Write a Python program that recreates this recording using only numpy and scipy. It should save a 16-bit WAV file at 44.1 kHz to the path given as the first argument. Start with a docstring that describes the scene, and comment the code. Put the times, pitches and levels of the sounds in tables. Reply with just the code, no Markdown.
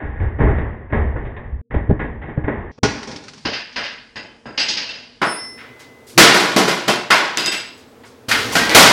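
"""A hammer wrecks a sheet-metal oven in a garage, in short, hard-cut shots. First we ride a small camera
tumbling inside the oven, slowed down and dark: panels crumple, the hull booms, the housing gets knocked.
At 2.7 s the blows reach full speed and glass tinkles down. From 3.4 s we are outside, muffled, as the
thrown hammer bounces and rings on the concrete. At 5.2 s the sound opens up: the flipped hammer head
sings, socks scuff and more blows clang, until the oven is dropped at 8.3 s."""
import sys
import numpy as np
from scipy import signal
from scipy.fft import rfft, irfft, next_fast_len
from scipy.io import wavfile
from scipy.ndimage import uniform_filter1d

SR = 44100
rng = np.random.default_rng(int(sys.argv[2]) if len(sys.argv) > 2 else 0)


def log_audio(samples):
    """Write samples as a 16-bit WAV file to the path given in sys.argv[1]."""
    # one column per channel
    frames = np.atleast_2d(samples).T
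    # limit to full scale, then quantise
    limited = np.clip(frames, -1, 1)
    pcm = np.round(limited * 32767).astype(np.int16)
    wavfile.write(sys.argv[1], SR, pcm)


N = 393372
HOP, FFT_SIZE = 32, next_fast_len(N + 4096)  # samples; envelopes move one hop a frame
BIN_HZ = np.fft.rfftfreq(FFT_SIZE, 1 / SR)

# blows and rattles inside the oven: (time [s], level [dB], bass [dB], treble [dB], t60 [ms])
INSIDE_BLOWS = [(0.001, -16.5, -8, 2, 1500), (0.198, -12.5, -12.5, 0.5, 430), (0.386, -11, 0, 1, 200),
                (0.402, -4.5, 4, -3.5, 430), (0.471, -7.5, 2.5, -12.5, 270),
                (0.579, -11.5, -0.5, 17.5, 160), (0.898, -20.5, -8.5, 4, 290),
                (0.924, -4.5, -4.5, 5.5, 370), (1.158, -14, -1, -12, 210), (1.249, -22, -2.5, 27, 270),
                (1.365, -17.5, -2.5, 37.5, 62), (1.708, -12.5, -14.5, 5, 260), (1.74, -10.5, 7, 15, 220),
                (1.897, -14.5, 15, -17, 180), (1.993, -9, -6, 16, 330), (2.034, -17, 1.5, -7, 260),
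                (2.217, -17, -12.5, 11.5, 590), (2.284, -17, 3.5, 10, 200), (2.374, -16.5, 10, -23, 130),
                (2.439, -10.5, -10.5, 4, 100), (2.477, -3.5, -2, 1.5, 184), (2.778, -31, 4.5, -12, 370),
                (2.832, 3.5, 1, -3, 170), (2.879, -7.5, -8.5, -11.5, 710), (3.074, -20.5, 1.5, -3, 820),
                (3.239, -28, -17, -6, 100)]
# blows and bounces outside:
# (time [s], level [dB], bass [dB], treble [dB], t60 [ms], clang pitch [Hz], clang against level [dB])
OUTSIDE_BLOWS = [(3.45, -7.5, 14, -10.5, 470, 845, -23), (3.53, -11, -19, -12, 520, 2150, -11),
                 (3.725, -41, -4, 13, 180, 2740, -24), (3.759, -8, 6.5, -15.5, 590, 1577, -16),
                 (3.838, -13.5, -23, -13.5, 530, 2010, -11), (4.157, -17, 12.5, -15.5, 370, 1980, -3),
                 (4.235, -29, 15.5, -23, 680, 3060, -7), (4.455, -18.5, 17.5, -34, 460, 1610, -10),
                 (4.576, -7.5, 4.5, -4.5, 410, 3030, -8), (4.599, -9.5, 3, -5, 410, 2750, -10),
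                 (4.683, -16.5, 13, 12.5, 410, 2490, -2.5), (4.768, -14, 3, -2.5, 640, 2800, -8),
                 (4.885, -23.5, 10.5, -8, 850, 2930, -10), (5.216, -1, 0.5, -18, 437, 999, -30),
                 (6.177, 9, 5, 4.5, 640, 1640, -35), (6.34, -4.5, 4, 1.5, 1040, 980, -24),
                 (6.562, -3.5, 11.5, 3.5, 670, 763, -11.5), (6.679, -8, 2.5, 2, 660, 1020, -30),
                 (6.879, -4.5, 4.5, 2, 510, 717, -12.5), (7.103, 2.5, -6, -5, 643, 1096, -16.5),
                 (7.264, -14, -6, -14, 170, 2070, -21), (7.37, -12, 2, 2.5, 690, 2860, -28),
                 (7.46, -14.5, 7, 6, 220, 2340, -29), (7.518, -14.5, -3, 4.5, 495, 2840, -14),
                 (8.034, -29, -3, -9.5, 160, 1110, -16.5), (8.285, -14, -3, 3.5, 1450, 1565, -19),
                 (8.312, 0.5, -8, -11, 420, 2180, -17.5), (8.522, -22, 14, 11.5, 1000, 1075, -8.5),
                 (8.552, -5.5, 16.5, 0, 750, 1900, -6.5), (8.693, -10, 15, -3.5, 1300, 2370, -7),
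                 (8.747, 8, 14.5, 3.5, 870, 1153, -15)]


def gain_of(db):
    """Decibels to gain."""
    return 10 ** (np.asarray(db) / 20)


def unit_rms(x):
    """Scales to rms 1."""
    return x / np.sqrt(np.mean(x ** 2) + 1e-20)


def curve_at(points, hz):
    """Reads (Hz, value) points on a log-frequency axis."""
    point_hz, value = np.transpose(points)
    return np.interp(np.log(hz + 1), np.log(point_hz + 1), value)


def filtered(x, gain):
    """Applies one gain per frequency bin."""
    return irfft(rfft(x, FFT_SIZE) * gain, FFT_SIZE)[:N]


def coloured(x, points):
    """EQ through (Hz, dB) points, scaled so that white noise keeps its level."""
    return filtered(x, unit_rms(gain_of(curve_at(points, BIN_HZ))))


def add(mix, at, sound):
    """Mixes a sound in at a sample or frame index."""
    part = mix[..., round(at):][..., :sound.shape[-1]]
    part += sound[..., :part.shape[-1]]


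def drone(peaks):
    """Noise through a few resonances."""
    gain = sum(gain_of(db) / (1 + (2 * (BIN_HZ - hz) / width) ** 2) for hz, width, db in peaks)
    return unit_rms(filtered(rng.standard_normal(N), gain))


def swells(pushes, rise_s):
    """Envelope of pushes that rise fast and die away."""
    t, power = np.arange(2 * SR) / SR, np.zeros(N)
    for s, db, t60 in pushes:
        add(power, s * SR, (gain_of(db - 60 * t / t60) * (1 - np.exp(-t / rise_s))) ** 2)
    return np.sqrt(power)


def wavering(hz, power, waver):
    """Sounds tones from their power per frame; echoes make each one waver."""
    a, b = uniform_filter1d(uniform_filter1d(rng.standard_normal((2,) + power.shape), 16), 16)
    swing = np.sqrt(power) * (1 - waver + waver * (unit_rms(a) + 1j * unit_rms(b)) / np.sqrt(2))
    carrier = np.exp(2j * np.pi * np.reshape(hz, (-1, 1)) * np.arange(power.shape[1] * HOP) / SR)
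    return (np.repeat(swing, HOP, 1) * carrier).real.sum(0)


def struck_modes(hz, db, t60, blows, spread_db, waver):
    """Every blow (s, dB) strikes the same modes, each time in another place."""
    t, start = np.arange(1000) * HOP / SR, blows[0][0]
    power, out = np.zeros((len(hz), round((N / SR - start) * SR / HOP) + 1)), np.zeros(N)
    decay = gain_of(db[:, None] - 60 * t / t60[:, None]) * (1 - np.exp(-t / 0.0033))
    for (s, blow_db), place in zip(blows, rng.standard_normal((len(blows), len(hz)))):
        add(power, (s - start) * SR / HOP, (gain_of(blow_db + spread_db * place)[:, None] * decay) ** 2)
    add(out, start * SR, wavering(hz, power, waver))
    return out


def noise_beds():
    """A noise bed per perspective; in the slowed one, the oven's contents slide after each blow."""
    # EQ curves of the first four perspectives: (frequency [Hz], level [dB])
    bed_curves = [
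        [(76, -45.5), (130, 2), (166, -10.5), (233, 2), (269, -11.5), (376, -4.5), (590, -10.5), (1090, -14.5),
         (1390, -22), (1860, -12), (2180, -21.5), (2350, -29), (3530, -44.5), (4200, -58), (5460, -91),
         (9240, -120)],
        [(24, -35), (40, -14), (262, -6), (364, -28), (3400, -23), (4610, -18), (9330, -37.5), (11000, -53),
         (14300, -65), (22000, -120)],
        [(18, -38), (30, 5), (173, -1), (249, 7.5), (302, 1), (1300, -12), (2830, -54), (4940, -14),
         (10000, -28), (13000, -57), (22000, -120)],
        [(12, -49), (20, -30), (117, -2), (178, -15.5), (250, 2), (313, -8.5), (463, -1.5), (518, -7.5),
         (2790, -23.5), (14600, -38), (16300, -32)],
    ]
    slowed, inside, dull, bright = (coloured(rng.standard_normal(N), curve) for curve in bed_curves)
    sliding = swells([(s, db - 15.5, 0.95) for s, db, *_ in INSIDE_BLOWS], rise_s=0.0088)
    return [slowed * sliding, inside, dull, bright, bright]


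def garage_hum():
    """The faint, wavering drone of the garage."""
    # resonances: (frequency [Hz], width [Hz], level [dB])
    hum_peaks = [(119, 6.7, 0.5), (240, 26, 4.5), (462, 25, 1)]
    return gain_of(-55) * drone(hum_peaks)


def hull_boom():
    """The slowed oven booms each time it rocks."""
    # rocking pushes: (time [s], level [dB], t60 [s])
    rocks = [(0.03, -20.5, 0.81), (0.185, -12, 0.74), (0.39, -8, 1.05), (0.915, -13.5, 1.26),
             (1.17, -26, 3), (1.52, -21, 0.38), (1.72, -14.5, 0.53), (1.88, -23.5, 2.2), (2.37, -29, 8.6)]
    # hull resonance: (frequency [Hz], width [Hz], level [dB])
    hull = [(66, 66, 0)]
    return swells(rocks, rise_s=0.016) * drone(hull)


def housing_knocks():
    """A knock on the camera gives one low push and a faint ring of its housing."""
    # knocks: (time [s], level [dB], pitch [Hz], direction of the first swing [+1 or -1])
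    knocks = [(1.764, -3, 72.5, 1), (1.895, 1.5, 101, -1), (1.911, 2, 199, -1), (1.926, -3.5, 124, 1),
              (2.378, -3.5, 140, -1), (2.444, -12, 90, 1)]
    out, t = np.zeros(N), np.arange(4000) / SR
    for s, db, hz, direction in knocks:
        push = direction * np.sin(2 * np.pi * hz * t) * np.exp(-1.3 * hz * t)
        ring = gain_of(-33.5 - 60 * t / 0.14) * np.sin(2 * np.pi * 430 * t)
        add(out, s * SR, gain_of(db) * (push + ring))
    return out


def falling_glass():
    """Each shard ticks and chimes briefly around its own pitch."""
    # landings: (time [s], level [dB], pitch [Hz])
    shards = [(3.0298, -13, 5330), (3.0733, -18.5, 5570), (3.114, -14, 5100), (3.161, -13, 5330),
              (3.2377, -22, 5750), (3.2825, -15, 5160), (3.335, -20.5, 5800), (3.3628, -32, 4740),
              (3.379, -23, 5530)]
    out, t = np.zeros(N), np.arange(1500) / SR
    for (s, db, hz), noise in zip(shards, rng.standard_normal((len(shards), len(t)))):
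        chime = unit_rms(signal.lfilter(*signal.iirpeak(hz, 4, SR), noise)) * np.exp(-t / 0.013)
        tick = np.diff(noise, prepend=0) * np.exp(-t / 0.0041)
        add(out, s * SR, gain_of(db) * (0.27 * chime + 0.14 * tick))
    return coloured(out, [(1500, 11.5), (8000, -13), (10000, -14), (11000, -56)])


def hammer_flip():
    """Six clean tones of the steel head swell and dip as it turns, ever more slowly."""
    # head tones: (pitch [Hz], level [dB], t60 [s], start angle [turns], gain facing away [0-1])
    head_tones = [(2030, -40.5, 1.8, 0.0049, 0.65), (5000, -39, 0.58, 0.01, .7),
                  (5313, -26, 0.7, -0.06, .12), (8700, -36, .45, .28, 0.5), (9910, -27.5, 0.49, .22, 0.45),
                  (13430, -54, .42, -0.05, .5)]
    out, t = np.zeros(N), np.arange(0, 0.88, 1 / SR)
    turns = 1.104 * (1 - np.exp(-t / 0.16))
    bloom = np.sqrt(2) * (1 - np.exp(-t / 0.062)) * signal.windows.tukey(len(t), 0.04)
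    for hz, db, t60, angle, away in head_tones:
        decay = gain_of(db - 60 * (t / t60) ** 1.83)  # dies ever faster
        facing = np.hypot(away, np.sin(2 * np.pi * (turns + angle)))
        add(out, 5.24 * SR, bloom * decay * facing * np.sin(2 * np.pi * hz * t))
    return out


def hammer_clinks():
    """The hammer rings on the concrete; each landing favours one of its modes."""
    # steel modes: (pitch [Hz])
    mode_hz = [1604, 2040, 2690, 3120, 3650, 4845, 4975, 5308, 6686, 7903, 8600]
    # the same modes: (level [dB], t60 [s])
    modes = [(-12, 0.48), (-14, 0.4), (-3.5, 0.44), (-8.5, 0.36), (-6, 0.36), (-7.5, 0.55), (-1.6, 0.46),
             (-16, 0.65), (-14.5, 0.51), (-14.5, 0.56), (-11, 0.15)]
    # landings: (time [s], level [dB], high modes over low [dB], favoured mode [Hz])
    clinks = [(3.452, -25, -5, 4845), (3.53, -22, -16, 4845), (3.764, -19, -4, 1604),
              (3.842, -26, -4, 3650), (4.158, -27, -5, 3060), (4.457, -34, -1, 4845),
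              (4.578, -18, -13, 4975), (4.595, -11, 3, 7903), (4.687, -15.5, 2, 6686),
              (4.77, -25, -7, 4975), (4.887, -23.5, -7, 2690), (5.215, -29.5, 1.5, 2040),
              (6.682, -30, 6, 2690), (6.879, -24.5, -18, 3120), (7.106, -19.5, -6, 2690),
              (7.371, -19, -4, 4975), (7.463, -16, -2, 7903), (7.521, -24.5, -2, 2690)]
    hz, blows = np.array(mode_hz), []
    for s, db, tilt_db, struck_hz in clinks:
        tilt = curve_at([(3000, -tilt_db / 2), (7900, tilt_db / 2)], hz)
        accent = 6.5 * np.exp(-(np.log(hz / struck_hz) / 0.022) ** 2)
        blows.append((s, db + tilt + accent))
    return struck_modes(hz, *np.transpose(modes), blows, spread_db=1.5, waver=0.72)


def steel_cracks():
    """Steel first touches a hard face: a bright spike of about a millisecond."""
    # contacts: (time [s])
    contacts = [6.178, 6.564, 7.107, 7.373, 7.461, 8.317, 8.554, 8.695]
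    out, t = np.zeros(N), np.arange(200) / SR
    band = signal.butter(2, [1800, 6000], "band", fs=SR)
    for s, noise in zip(contacts, rng.standard_normal((len(contacts), len(t)))):
        spike = signal.lfilter(*band, noise * np.exp(-t / 0.0007))
        add(out, s * SR, gain_of(-3) * spike / abs(spike).max())
    return out


def oven_clangs():
    """Each blow rings the oven's panels and adds its own clang tone with a lower partner."""
    # panel modes: (pitch [Hz], level [dB], t60 [s])
    panels = [(322, -5.5, 0.65), (690, -26.5, 0.54), (690, -25, 0.93), (867, 0.5, 0.59), (954, -16, 0.36),
              (1200, -12, 0.88)]
    blows = [(s, db + clang_db - 9) for s, db, *_, clang_db in OUTSIDE_BLOWS]
    out = struck_modes(*np.transpose(panels), blows, spread_db=-2.5, waver=0.5)
    t_ms, pair_db = 1000 * np.arange(400) * HOP / SR, np.array([[0], [-0.5]])
    for s, db, _, _, t60, hz, clang_db in OUTSIDE_BLOWS:
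        power = gain_of(db + clang_db + pair_db - 60 * t_ms / t60) ** 2 * (1 - np.exp(-t_ms / 9.6))
        add(out, s * SR, wavering([hz, 0.83 * hz], power, waver=0.49))
    return out


def clatter(bursts, room_db):
    """Crumpling metal: dense noise bursts whose top end dies first, over the tail of the room."""
    # decay across the spectrum: (frequency [Hz], t60 scale [factor])
    decay_scale = [(150, 0.89), (1000, 1.04), (4000, 1.094), (8000, 0.72), (16000, 0.48)]
    # garage reverb: (frequency [Hz], t60 [s])
    room_t60 = [(150, 0.79), (1000, 0.52), (5000, 0.56), (16000, 0.19)]
    hz, t = np.fft.rfftfreq(4 * HOP, 1 / SR)[:, None], np.arange(1000) * HOP / SR
    power = np.zeros((len(hz), N // HOP + 4))
    room = gain_of(room_db - 60 * t / curve_at(room_t60, hz)) ** 2 * (1 - np.exp(-t / 0.015))
    for s, level_db, bass_db, treble_db, t60_ms, rise_ms, *band in bursts:
        db = level_db + curve_at([(250, bass_db), (1500, 0.0086), (8000, treble_db)], hz)
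        if band:
            band_hz, band_db = band
            db = db + band_db * np.exp(-(np.log((hz + 1) / band_hz) / 0.69) ** 2)
        decay = gain_of(-60 * 1000 * t / (t60_ms * curve_at(decay_scale, hz))) ** 2
        attack = 1 - np.exp(-(1000 * t + 0.1) / rise_ms)
        add(power, s * SR / HOP, (gain_of(db) * attack) ** 2 * (decay + room))
    a, b, grit = rng.standard_normal((3, power.shape[1], len(hz))).transpose(0, 2, 1)
    noise, frames = a + 1j * b, dict(nperseg=4 * HOP, noverlap=3 * HOP)
    chatter_db = unit_rms(uniform_filter1d(uniform_filter1d(grit, 24, 0), 6, 1))  # loose parts
    noise_peak = 3 * np.std(signal.istft(noise[:, :500], **frames)[1])
    return signal.istft(np.sqrt(power) * gain_of(chatter_db) * noise, **frames)[1][:N] / noise_peak


def sheet_metal(x, ripple_db):
    """Hundreds of close modes: narrow random peaks and dips that ring only after the blow."""
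    ripple = uniform_filter1d(uniform_filter1d(rng.standard_normal(len(BIN_HZ)), 240), 240)
    echoes = irfft(ripple_db * unit_rms(ripple) * np.log(10) / 20, FFT_SIZE)
    echoes[1:FFT_SIZE // 2] *= 2  # folding onto positive delays makes the filter causal
    echoes[FFT_SIZE // 2 + 1:] = 0
    gain = np.exp(rfft(echoes))
    return filtered(x, gain / np.sqrt(np.mean(abs(gain) ** 2)))


def crumple_inside(rise_ms=1.2):
    """The panels buckle and rattle all around us."""
    blows = [(*blow, rise_ms) for blow in INSIDE_BLOWS]
    return sheet_metal(clatter(blows, room_db=-15.5), ripple_db=3)


def crumple_outside(blow_rise_ms=1.7, scuff_rise_ms=18.4, lift_db=3.5, scuff_bass_db=-8):
    """Blows crunch around their clang pitch; between them socks scuff on the concrete."""
    # scuffs: (time [s], level [dB], treble [dB], t60 [ms], band centre [Hz], band gain [dB])
    scuffs = [(5.571, -27.5, -9, 570, 2070, 8.5), (5.789, -26, 7.5, 290, 4000, -4.5),
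              (6.065, -41, 28, 570, 6000, -6), (7.77, -43, 19, 260, 7000, -1),
              (8.048, -40.5, 10.5, 330, 7000, 5.5)]
    bursts = [(*blow, blow_rise_ms, hz, lift_db) for *blow, hz, _ in OUTSIDE_BLOWS]
    bursts += [(s, db, scuff_bass_db, treble, t60, scuff_rise_ms, *band)
               for s, db, treble, t60, *band in scuffs]
    return sheet_metal(clatter(bursts, room_db=-16), ripple_db=2)


def scene():
    """Each shot hears the sources from its own perspective; the cuts are abrupt."""
    # shots: (start [s], end [s], perspective [index])
    # 0 inside slowed, 1 inside, 2 outside dull, 3 outside bright, 4 outside for the drop
    shots = [(0, 1.615, 0), (1.703, 2.715, 0), (2.715, 2.79, 1), (2.829, 3.449, 1), (3.449, 5.215, 2),
             (5.215, 8.283, 3), (8.283, 9, 4)]
    # noise bed of each shot: (level [dB])
    bed_levels = [0, -3.5, -90, -47.5, -56, -46, -28.5]
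    # EQ curve of the crumple for each perspective: (frequency [Hz], level [dB])
    crumple_curves = [
        [(76, -20.5), (130, 5), (265, -8.5), (302, 2), (335, -8.5), (416, -4), (474, -8), (766, -8.5),
         (836, -12), (1410, -17.5), (1700, -12), (2120, -19.5), (2380, -30), (3790, -50), (4200, -58),
         (5460, -86), (9240, -120)],
        [(24, -67), (40, -26), (92, -9), (166, -6), (260, -3.5), (322, -12), (398, -6.5), (555, -13.5),
         (870, -13.5), (3780, -25.5), (5520, -16.5), (9740, -44.5), (11500, -63), (15000, -102), (22000, -120)],
        [(35, -25), (60, -15), (467, -8.5), (1410, -10.5), (1600, -1.5), (2260, -4), (2810, 1.5), (3410, -4),
         (4930, 3), (6820, -13.5), (7270, -37), (8100, -25), (10500, -64), (13600, -76), (22000, -120)],
        [(24, -51), (40, -28), (101, -34.5), (130, -8.5), (264, -10), (339, -2), (561, -9.5), (637, -9.5),
         (1880, -7.5), (5010, -14.5), (14100, -31), (16300, -46)],
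        [(24, -50), (40, -28), (245, -12.5), (561, -9), (861, -7), (1030, -6.5), (1570, -3), (4640, -6.5),
         (14800, -21.5), (16300, -48)],
    ]
    # muffling of the rings in the dull perspective: (frequency [Hz], gain [dB])
    dull_curve = [(4000, -9.5), (6500, -6.5), (8000, -18), (10000, -12)]
    t = np.arange(N) / SR
    inside, outside = crumple_inside(), crumple_outside()
    crumples = [coloured(x, curve) for x, curve in zip([inside] * 2 + [outside] * 3, crumple_curves)]
    rings = hammer_clinks() + oven_clangs() + steel_cracks()
    muffled = filtered(rings, gain_of(curve_at(dull_curve, BIN_HZ)))
    hum = garage_hum()
    details = [hull_boom() + housing_knocks(), falling_glass(),
               muffled + hum, rings + hammer_flip() + hum, rings + hum]
    beds = noise_beds()
    out = gain_of(-10.5) * hum * (t < 2.829)  # a trace of hum bridges the gaps between early shots
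    for (start, end, view), bed_db in zip(shots, bed_levels):
        gate = np.clip(np.minimum(t - start, end - t) / 0.00073 + 0.5, 0, 1)
        out += gate * (crumples[view] + details[view] + gain_of(bed_db) * beds[view])
    return out[None]


def record(dry):
    """The loudest blows overload the input; the slowed shots have a lower band limit."""
    ceiling, knee = 0.85, 5
    slowed_hz, full_hz, slowed_end_s = 3950, 16400, 2.715
    clipped = dry / (1 + abs(dry / ceiling) ** knee) ** (1 / knee)
    lowpasses = (signal.firwin(511, hz, window=("kaiser", 9), fs=SR) for hz in (slowed_hz, full_hz))
    slowed, full = (signal.oaconvolve(clipped, taps[None], "same") for taps in lowpasses)
    return np.where(np.arange(N) < slowed_end_s * SR, slowed, full)


dry = scene()
out = record(dry)
log_audio(out)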